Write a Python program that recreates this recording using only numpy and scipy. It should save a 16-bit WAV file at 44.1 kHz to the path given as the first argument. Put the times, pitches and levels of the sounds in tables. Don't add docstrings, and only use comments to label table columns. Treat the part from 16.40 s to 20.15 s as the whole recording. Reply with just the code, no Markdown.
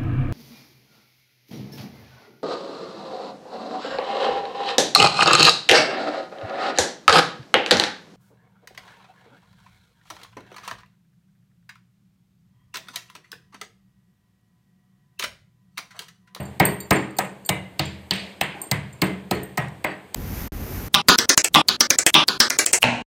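import sys
import numpy as np
from scipy import signal
from scipy.io import wavfile
from scipy.ndimage import uniform_filter1d

SR = 44100
rng = np.random.default_rng(int(sys.argv[2]) if len(sys.argv) > 2 else 0)


def voltage_ratio(level):
    return 10 ** (np.asarray(level, float) / 20)


def to_wav(sig):
    pcm = np.clip(np.atleast_2d(sig), -1, 1) * 32767
    pcm = np.round(pcm).astype(np.int16)
    wavfile.write(sys.argv[1], SR, pcm.T)


N = 165375
PAD = 8820
TOTAL = N + PAD

# f/Hz, density/dB
AIR_COLOUR = [(50, -3.5), (80, 8), (130, -0.5), (200, 0.5), (300, 6.5), (2000, -6), (5000, -18),
              (16000, -24.5)]
# middle/dB, upper/dB, lowest modes/dB
CLINKS = [(0.0024, -32, -40.5, -52, -56), (0.0295, -38, -51, -58, -64), (0.054, -39, -50, -62.5, -56),
          (0.253, 2, -15.5, -17.5, -31.5), (0.2893, -26, -32, -43.5, -37), (0.4034, -24, -38, -36, -39),
          (0.5263, -20, -17.5, -35, -38), (0.559, -24, -51, -51, -37), (0.7062, -47, -57, -71, -57),
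          (0.7674, -17, -43, -44, -47), (0.849, -37, -44, -49, -54), (1.05, -34, -49, -58, -49),
          (1.061, -28, -27.5, -34.5, -51), (1.455, -36, -42, -51, -44), (1.735, -34, -34, -48, -42),
          (1.753, -31, -39.5, -50, -43), (1.7938, -40, -44.5, -67, -37), (2.0335, -38, -43, -56, -48),
          (2.2163, -21, -30.5, -38, -53), (2.2657, -32, -42, -64, -69), (2.528, -36, -44.5, -62, -64),
          (2.6413, -29, -38, -40, -44), (2.9471, -34, -46.5, -50, -48), (3.032, -27, -33, -39, -60)]
# lower mode/dB, upper modes/dB, then share of the free ringing length for both
NARROW_RING = [(-61, -57.5, .9), (-60.5, -64, .9), (-51, -53, 0.81), (-32, -24.5, 1), (-48.5, -52.5, 0.74),
               (-35.5, -51, 0.92), (-37, -46, 0.67), (-30, -41, 1), (-56, -64, 0.97), (-45, -57, 0.88),
               (-49, -60, 0.62), (-40.5, -52, .9), (-43, -51, 0.42), (-37.5, -63, 0.55), (-56, -64, 1),
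               (-51, -54.5, 1), (-58, -70, 1), (-43, -63, 0.76), (-39.5, -48, 1), (-60, -69, .9),
               (-48.5, -72, 0.71), (-66, -58, .9), (-50, -58, 0.98), (-52, -47, 0.42)]
WIDE_BANGLE_HZ = [4440, 4592, 8505, 8538, 8724, 13580, 13665]
# level/dB, time to fall 60 dB/s
WIDE_BANGLE = [(3.5, 0.2), (3, 0.15), (-2, 0.095), (-4, 0.074), (-17, 0.062), (-15, 0.08), (4, 0.075)]
NARROW_BANGLE_HZ = [7296, 11710, 11745]
# level/dB, time to fall 60 dB/s
NARROW_BANGLE = [(1.5, 0.12), (-1.5, 0.077), (-17, 0.1)]
# t/s, length/s, f/Hz, width/Hz, level/dB
RUBS = [
    (1.757, 0.29, 620, 464, -43.5),
    (2.139, 0.22, 800, 79.5, -46),
    (2.147, 0.24, 363, 248, -45),
    (2.205, 0.12, 1050, 30, -48.5),
    (2.617, 0.19, 2070, 25, -37),
    (2.97, 0.18, 1865, 24.5, -42),
    (3.284, 0.0036, 5000, 3000, -42),
    (3.439, .13, 4576, 24.8, -47.5),
    (3.5, 0.095, 1880, 30, -37),
]
# t/s, time to fall 60 dB/s, f/Hz, width/Hz, level/dB
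AFTER_RINGS = [(.203, 0.55, 931, 40, -29.5), (.403, 0.095, 3835, 40, -44), (.512, 0.54, 1250, 70, -26),
               (.79, 0.21, 1250, 70, -23), (.793, 0.28, 8000, 1500, -41.5), (1.095, .45, 2060, 55, -29.5),
               (1.097, .25, 2300, 90, -26), (1.095, .45, 2870, 130, -35), (1.1, 0.36, 3800, 300, -38.5),
               (1.397, 0.45, 4140, 2000, -34.5), (1.712, 0.57, 4020, 2180, -33.5),
               (2.92, 0.21, 4300, 90, -35), (3.18, 0.44, 5600, 40, -47), (3.18, 0.22, 4600, 30, -56),
               (3.447, 0.36, 7950, 90, -52.5), (.205, 0.32, 1030, 216, -43), (.512, .3, 5200, 80, -41),
               (2.015, 0.29, 2890, 682, -29), (2.316, .3, 2050, 55.6, -36), (2.914, 0.4, 83, 37.04, -30),
               (3.18, 0.38, 144, 24, -25.5), (3.18, .3, 1898, 40, -34)]
# f/Hz, density/dB
TAIL_COLOUR = [(200, -5), (250, -7.5), (400, -4), (800, -7), (2000, -15.5), (4500, -30), (8000, -30),
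               (16000, -31)]
# f/Hz, time to fall 60 dB/s
ROOM_T60 = [(200, 0.43), (600, 0.52), (2000, 0.54), (5000, 0.45), (7000, 0.38), (15000, 0.12)]
SPRAY_DB = [-0.5, 1.3, 0, 2.3, 0.8, -6.5, -3.5, 0, 1, 1.5, 4.5, 3.5, 0.5, 0.8]
# f/Hz, level/dB, time to fall 60 dB/s
COUNTER = [(80.8, -13, 0.69), (110.1, -8, 0.44), (127.6, -6, 0.63), (146.9, 1.5, 0.4), (186.3, 0.5, 0.56),
           (201.5, -4.5, 0.67), (277, -8, 0.42), (318, -2.5, 0.39), (358, -6, 0.37), (417, -11, 0.45)]
# f/Hz, level/dB, time to fall 60 dB/s
MORTAR = [(620, -9.5, 0.33), (717, 1, 0.081), (780, 7, 0.032), (949, -8, 0.24), (1038, -4, 0.14),
          (1270, -2, 0.18), (1585, -3, .12), (1880, -7, 0.29), (2030, -7, 0.25), (2157, -0.5, 0.052)]
# multiple of snap pitch, level/dB, time to fall 60 dB/s
SNAP = [(.64, -8.5, 0.026), (.85, -23, 0.015), (1.0, -0.5, 0.018), (1.12, 1, 0.0041)]
# f/Hz, density/dB
SQUELCH_COLOUR = [(1760, -33), (3000, -30), (3520, -18), (4500, 7), (5600, -2.5), (8400, -8), (9940, -35),
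                  (14300, 8), (16000, -30)]
# t/s, squelch/dB, snap/dB, knock/dB, thud/dB
BLOWS = [(0.1994, -6.5, -34, -8, -12), (0.5083, -3, -34.5, -9, -12), (0.7869, -6, -63, -19, -31),
         (1.0914, -3, -17.5, -22, -24.5), (1.3939, -13.5, -17.5, -26, -27),
         (1.709, -15, -14.5, -29.5, -27.5), (2.012, -7.5, -18.5, -25.5, -30.5),
         (2.3143, -7.5, -25, -21.5, -26), (2.6184, -6, -19, -18, -17.5), (2.9112, -11.5, -27, -22.5, -23.5),
         (3.1751, -14.5, -57.5, -21.5, -29), (3.444, -21, -25.5, -20.5, -32),
         (3.7454, -12, -38, -28, -25.5)]
# squelch/dB, snap/dB, knock/dB, thud/dB
EARLIER_BLOW = (-30.5, -27, -20, -26.5)
# snap pitch f/Hz, snap echo/dB, knock tilt and thud tilt/dB per octave
LANDINGS = [(3100, -7.5, -4, -6.5), (3170, -19, 2, 3), (3350, 3, 2.5, 4), (4030, 12.5, -3, 0),
            (2780, -8.5, -5, -2), (4360, 0.5, -2, -4.5), (4590, 5.5, -7, -2), (2700, 2, -3.5, 1.5),
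            (4470, 3.5, 6.5, -7), (4250, -2, 2, 2.5), (4020, 3, -3, 5.5), (3860, 16, -1.5, -5.5),
            (2420, -14.5, 2.5, 3.5), (4030, 22.5, -1, -3)]
# f/Hz, width/Hz, level/dB
MIC = [(1332, 378, -6), (5650, 1300, -9), (8270, 1300, 6), (10300, 1100, -5), (14000, 2400, -0.5)]

AIR_DB = -51.5
EARLIER_S = -0.1
SNAP_LAG_S, KNOCK_LAG_S, THUD_LAG_S = 0.00077, 0.00213, 0.00363
SNAP_DB, KNOCK_DB, THUD_DB, BANGLE_DB = 10, -5, -3.5, -0.5
MODE_SPREAD_DB, DAMPING_SPREAD = 3.5, 0.14
TWIN_DB = -8
SQUELCH_RISE_S, SQUELCH_FALL_S, SQUELCH_LEAD_S = 0.0016, 0.0027, 0.0045
SQUELCH_DB, GRAIN_DB = -4.5, 5.5
CRACK_DB, CRACK_S = -6, 0.00031
CRUNCH_DB, CRUNCH_S, CRUNCH_PER_S = -3, 0.045, 5000
TAIL_DB, TAIL_RISE_S, TAIL_PATCHY_DB, SPRAY_GRAIN_DB = -10, 0.0029, 1.5, -1
SNAP_ECHO_DB, SNAP_ECHO_OCTAVES, SNAP_ECHO_TOP_HZ = 1.5, 0.8, 5200
TICK_DB, LOWEST_MODES_DB = -28, -6
BANGLE_ROOM_DB, BANGLE_ROOM_T60_S = -9.5, 0.32
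MIC_LOW_CUT_HZ = 46.6
DUCK_FROM_DB, DUCK_SHARE, DUCK_RELEASE_DB_S = -30, 0.28, 38
DUCK_AHEAD_S, DUCK_SMOOTH_S = 0.016, 0.004
CLIP_TOP, CUTOFF_HZ = 0.84, 16800
STEADY_TOP_HZ, ATTACK_FROM_DB = 15850, -24


def rms_one(x):
    return x / np.sqrt(np.mean(x ** 2) + 1e-20)


def at_hz(points, hz):
    table = np.array(points)
    return np.interp(np.log(hz), np.log(table[:, 0]), table[:, 1])


def clicks(s, gains):
    out = np.full(TOTAL, 1e-18)
    places = (np.asarray(s) * SR).astype(int) + PAD
    np.add.at(out, np.clip(places, 0, TOTAL - 1), gains)
    return out


def fade(x, seconds):
    return signal.lfilter([1], [1, -np.exp(-1 / (seconds * SR))], x)


def band_pass(x, order, low_hz, high_hz):
    return signal.sosfilt(signal.butter(order, [low_hz, high_hz], "band", fs=SR, output="sos"), x)


def resonance(order, hz, width_hz):
    half = width_hz / 2
    return rms_one(band_pass(rng.standard_normal(TOTAL), order, hz - half, hz + half))


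def bands(low_hz, count):
    white = rng.standard_normal((2, TOTAL))
    edges = np.geomspace(low_hz, 16500, count + 1)
    return [(np.sqrt(low * high), band_pass(white[k % 2], 2, low, high))
            for k, (low, high) in enumerate(zip(edges, edges[1:]))]


def drift(step):
    count = TOTAL // 100
    return np.interp(np.arange(TOTAL) / step, np.arange(count), rng.standard_normal(count))


def strike(modes, s, db, spread_db, wander, beat_hz, tilt_db=0, pitch=1, length=1):
    hz, level_db, t60 = np.transpose(modes)
    octaves = np.log2(hz / hz.mean())
    out = np.zeros(TOTAL + SR)
    t = np.arange(SR // 2)[:, None] / SR
    luck = np.clip(rng.standard_normal((len(s), 5, len(modes))), -2, 2)
    hits = zip(s, db, tilt_db + 0 * s, pitch + 0 * s, length + 0 * s, luck)
    for at, hit_db, tilt, scale, share, chance in hits:
        strength, sign, detune, damping, beat = chance
        gain = voltage_ratio(hit_db + level_db + spread_db * strength + tilt * octaves) * np.sign(sign)
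        decay = share * t60 * np.exp(DAMPING_SPREAD * damping)
        span = t[:int(min(decay.max(), 0.5) * SR)]
        turn = 2 * np.pi * hz * scale * (1 + wander * detune) * span
        offset_hz = beat_hz * (np.sign(beat) / 2 + beat / 2)
        twin = voltage_ratio(TWIN_DB) * np.sin(turn + 2 * np.pi * offset_hz * span)
        i = int(at * SR) + PAD
        out[i:i + len(span)] += (voltage_ratio(-60 * span / decay) * (np.sin(turn) + twin)) @ gain
    return out[:TOTAL]


def kitchen_air():
    air = sum(voltage_ratio(at_hz(AIR_COLOUR, hz)) * noise for hz, noise in bands(52.4, count=18))
    return voltage_ratio(AIR_DB) * rms_one(air)


def bangles():
    s, tick_db, middle_db, upper_db, lowest_db = np.transpose(CLINKS)
    lower_db, top_db, length = np.transpose(NARROW_RING)
    wide = np.c_[WIDE_BANGLE_HZ, WIDE_BANGLE]
    narrow = np.c_[NARROW_BANGLE_HZ, NARROW_BANGLE]
    groups = [(wide[:2], lowest_db + LOWEST_MODES_DB), (wide[2:5], middle_db), (wide[5:], upper_db),
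              (narrow[:1], lower_db), (narrow[1:], top_db)]
    length = np.clip(length, 0.2, 3)
    rings = sum(strike(modes, s, db + BANGLE_DB, spread_db=0, wander=0.00026, beat_hz=33, length=length)
                for modes, db in groups)
    hiss = np.diff(rng.standard_normal(TOTAL + 1))
    tick = voltage_ratio(TICK_DB) * fade(clicks(s, voltage_ratio(tick_db)), 0.0005) * hiss
    t = np.arange(SR // 3) / SR
    echo = rng.standard_normal(len(t)) * voltage_ratio(-60 * t / BANGLE_ROOM_T60_S) / 30
    clink = rings + tick
    return clink + voltage_ratio(BANGLE_ROOM_DB) * signal.fftconvolve(clink, echo)[:TOTAL]


def rubbing():
    out, t = 0, (np.arange(TOTAL) - PAD) / SR
    for s, length, hz, width_hz, db in RUBS:
        progress = np.clip((t - s) / length, 0, 1)
        out = out + voltage_ratio(db) * resonance(1, hz, width_hz) * np.sin(np.pi * progress ** 0.34)
    return out


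def after_rings():
    out = 0
    for s, t60, hz, width_hz, db in AFTER_RINGS:
        out = out + resonance(2, hz, width_hz) * fade(clicks([s], voltage_ratio(db)), t60 / np.log(1000))
    return out


def room_tail(s, squelch_db, snap_db, knock_db, thud_db, snap_hz, knock_tilt, thud_tilt):
    parts = np.transpose([thud_db + thud_tilt, knock_db - knock_tilt, knock_db + knock_tilt,
                          knock_db, squelch_db + SPRAY_DB])
    parts = parts - parts.mean(axis=0)
    parts_hz = np.log([300, 700, 2000, 4000, 8000])
    snap_power = voltage_ratio(2 * (snap_db - snap_db.mean() + SNAP_ECHO_DB))
    out, grit_db = 0, SPRAY_GRAIN_DB * drift(100.0)
    for hz, noise in bands(209.4, count=22):
        db = np.array([np.interp(np.log(hz), parts_hz, row) for row in parts])
        nearness = np.exp(-(np.log2(hz / snap_hz) / SNAP_ECHO_OCTAVES) ** 2)
        snap = snap_power * nearness / (1 + (hz / SNAP_ECHO_TOP_HZ) ** 20)
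        start = clicks(s, voltage_ratio(2 * db) + snap)
        power = fade(start, at_hz(ROOM_T60, hz) / np.log(1e6)) - fade(start, TAIL_RISE_S)
        colour_db = at_hz(TAIL_COLOUR, hz) + TAIL_PATCHY_DB * drift(440.0) + grit_db * (hz > 3000)
        out = out + voltage_ratio(colour_db) * np.sqrt(np.maximum(power, 0)) * noise
    return voltage_ratio(TAIL_DB) * out


def counter_thud(s, db, tilt):
    return strike(COUNTER, s + THUD_LAG_S, db + THUD_DB, MODE_SPREAD_DB, wander=0.0091, beat_hz=13.5, tilt_db=tilt)


def mortar_knock(s, db, tilt):
    return strike(MORTAR, s + KNOCK_LAG_S, db + KNOCK_DB, MODE_SPREAD_DB, wander=0.014, beat_hz=16, tilt_db=tilt)


def pestle_snap(s, db, snap_hz):
    return strike(SNAP, s + SNAP_LAG_S, db + SNAP_DB, spread_db=2.5, wander=0.0063, beat_hz=450, pitch=snap_hz)


def crunch(s, knock_db):
    grains = (rng.random(TOTAL) < CRUNCH_PER_S / SR) * rng.standard_normal(TOTAL)
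    coloured = rms_one(band_pass(grains, 4, 280, 2400))
    start = clicks(s, voltage_ratio(knock_db))
    return voltage_ratio(CRUNCH_DB) * coloured * (fade(start, CRUNCH_S) - fade(start, KNOCK_LAG_S))


def squelch(s, db):
    fizz = rms_one(sum(voltage_ratio(at_hz(SQUELCH_COLOUR, hz)) * noise for hz, noise in bands(3034, count=8)))
    grain = voltage_ratio(GRAIN_DB * np.repeat(rng.standard_normal(N // 10), 20)[:TOTAL])
    burst = fade(clicks(s - SQUELCH_RISE_S, voltage_ratio(db)), SQUELCH_FALL_S)
    burst = fade(burst, SQUELCH_RISE_S) / (SQUELCH_RISE_S * SR)
    lead = fade(clicks(s - SQUELCH_LEAD_S, voltage_ratio(db - 36.5)), SQUELCH_LEAD_S)
    crack = voltage_ratio(CRACK_DB) * fizz * fade(clicks(s + SNAP_LAG_S, voltage_ratio(db)), CRACK_S)
    return voltage_ratio(SQUELCH_DB) * fizz * grain * (burst + lead) + crack


def pounding():
    s, squelch_db, snap_db, knock_db, thud_db = np.transpose([(EARLIER_S, *EARLIER_BLOW), *BLOWS])
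    snap_hz, echo_db, knock_tilt, thud_tilt = np.transpose(LANDINGS)
    pulp = squelch(s, squelch_db) + crunch(s, knock_db)
    tip = pestle_snap(s, snap_db, snap_hz)
    stone = counter_thud(s, thud_db, thud_tilt)
    bowl = mortar_knock(s, knock_db, knock_tilt)
    room = room_tail(s, squelch_db, snap_db + echo_db, knock_db, thud_db, snap_hz, knock_tilt, thud_tilt)
    return pulp + tip + stone + bowl + room


def scene():
    mix = pounding() + rubbing() + after_rings() + bangles() + kitchen_air()
    return mix[None, PAD:]


def microphone(x):
    x = signal.sosfilt(signal.butter(3, MIC_LOW_CUT_HZ, "high", fs=SR, output="sos"), x)
    for hz, width_hz, db in MIC:
        a, k, c = voltage_ratio(db / 2), np.pi * width_hz / SR, -2 * np.cos(2 * np.pi * hz / SR)
        x = signal.lfilter([1 + k * a, c, 1 - k * a], [1 + k / a, c, 1 - k / a], x)
    return x


def gain_control(x, level):
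    ramp = DUCK_RELEASE_DB_S * np.arange(N) / SR
    held = np.maximum.accumulate(level + ramp) - ramp
    over = np.maximum(held - DUCK_FROM_DB, 0)
    ahead = np.interp(np.arange(N) + DUCK_AHEAD_S * SR, np.arange(N), over)
    cut_db = fade(np.maximum(ahead, over), DUCK_SMOOTH_S) / (DUCK_SMOOTH_S * SR)
    return x * voltage_ratio(4 - DUCK_SHARE * cut_db)


def open_top(x, level):
    steady = signal.sosfiltfilt(signal.cheby2(16, 35, STEADY_TOP_HZ, fs=SR, output="sos"), x)
    rise = level - uniform_filter1d(level, size=1323)
    sharp = (level > ATTACK_FROM_DB) & (rise > 8.0)
    attack = uniform_filter1d(1.0 * sharp, size=441) * 10
    return steady + (x - steady) * np.minimum(attack, 1)


def low_pass(x):
    return signal.sosfilt(signal.butter(12, 16640, fs=SR, output="sos"), x)


def record(dry):
    dry = microphone(dry)
    level = 10 * np.log10(uniform_filter1d(dry[0] ** 2, size=88) + 1e-12)
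    x = gain_control(dry, level)
    x = CLIP_TOP * np.tanh(x / CLIP_TOP)
    x = signal.sosfilt(signal.cheby2(10, 60, CUTOFF_HZ, fs=SR, output="sos"), x)
    x = open_top(x, level)
    x = signal.sosfilt(signal.butter(3, 56.0, "high", fs=SR, output="sos"), x)
    return low_pass(x)


dry = scene()
out = record(dry)
to_wav(out)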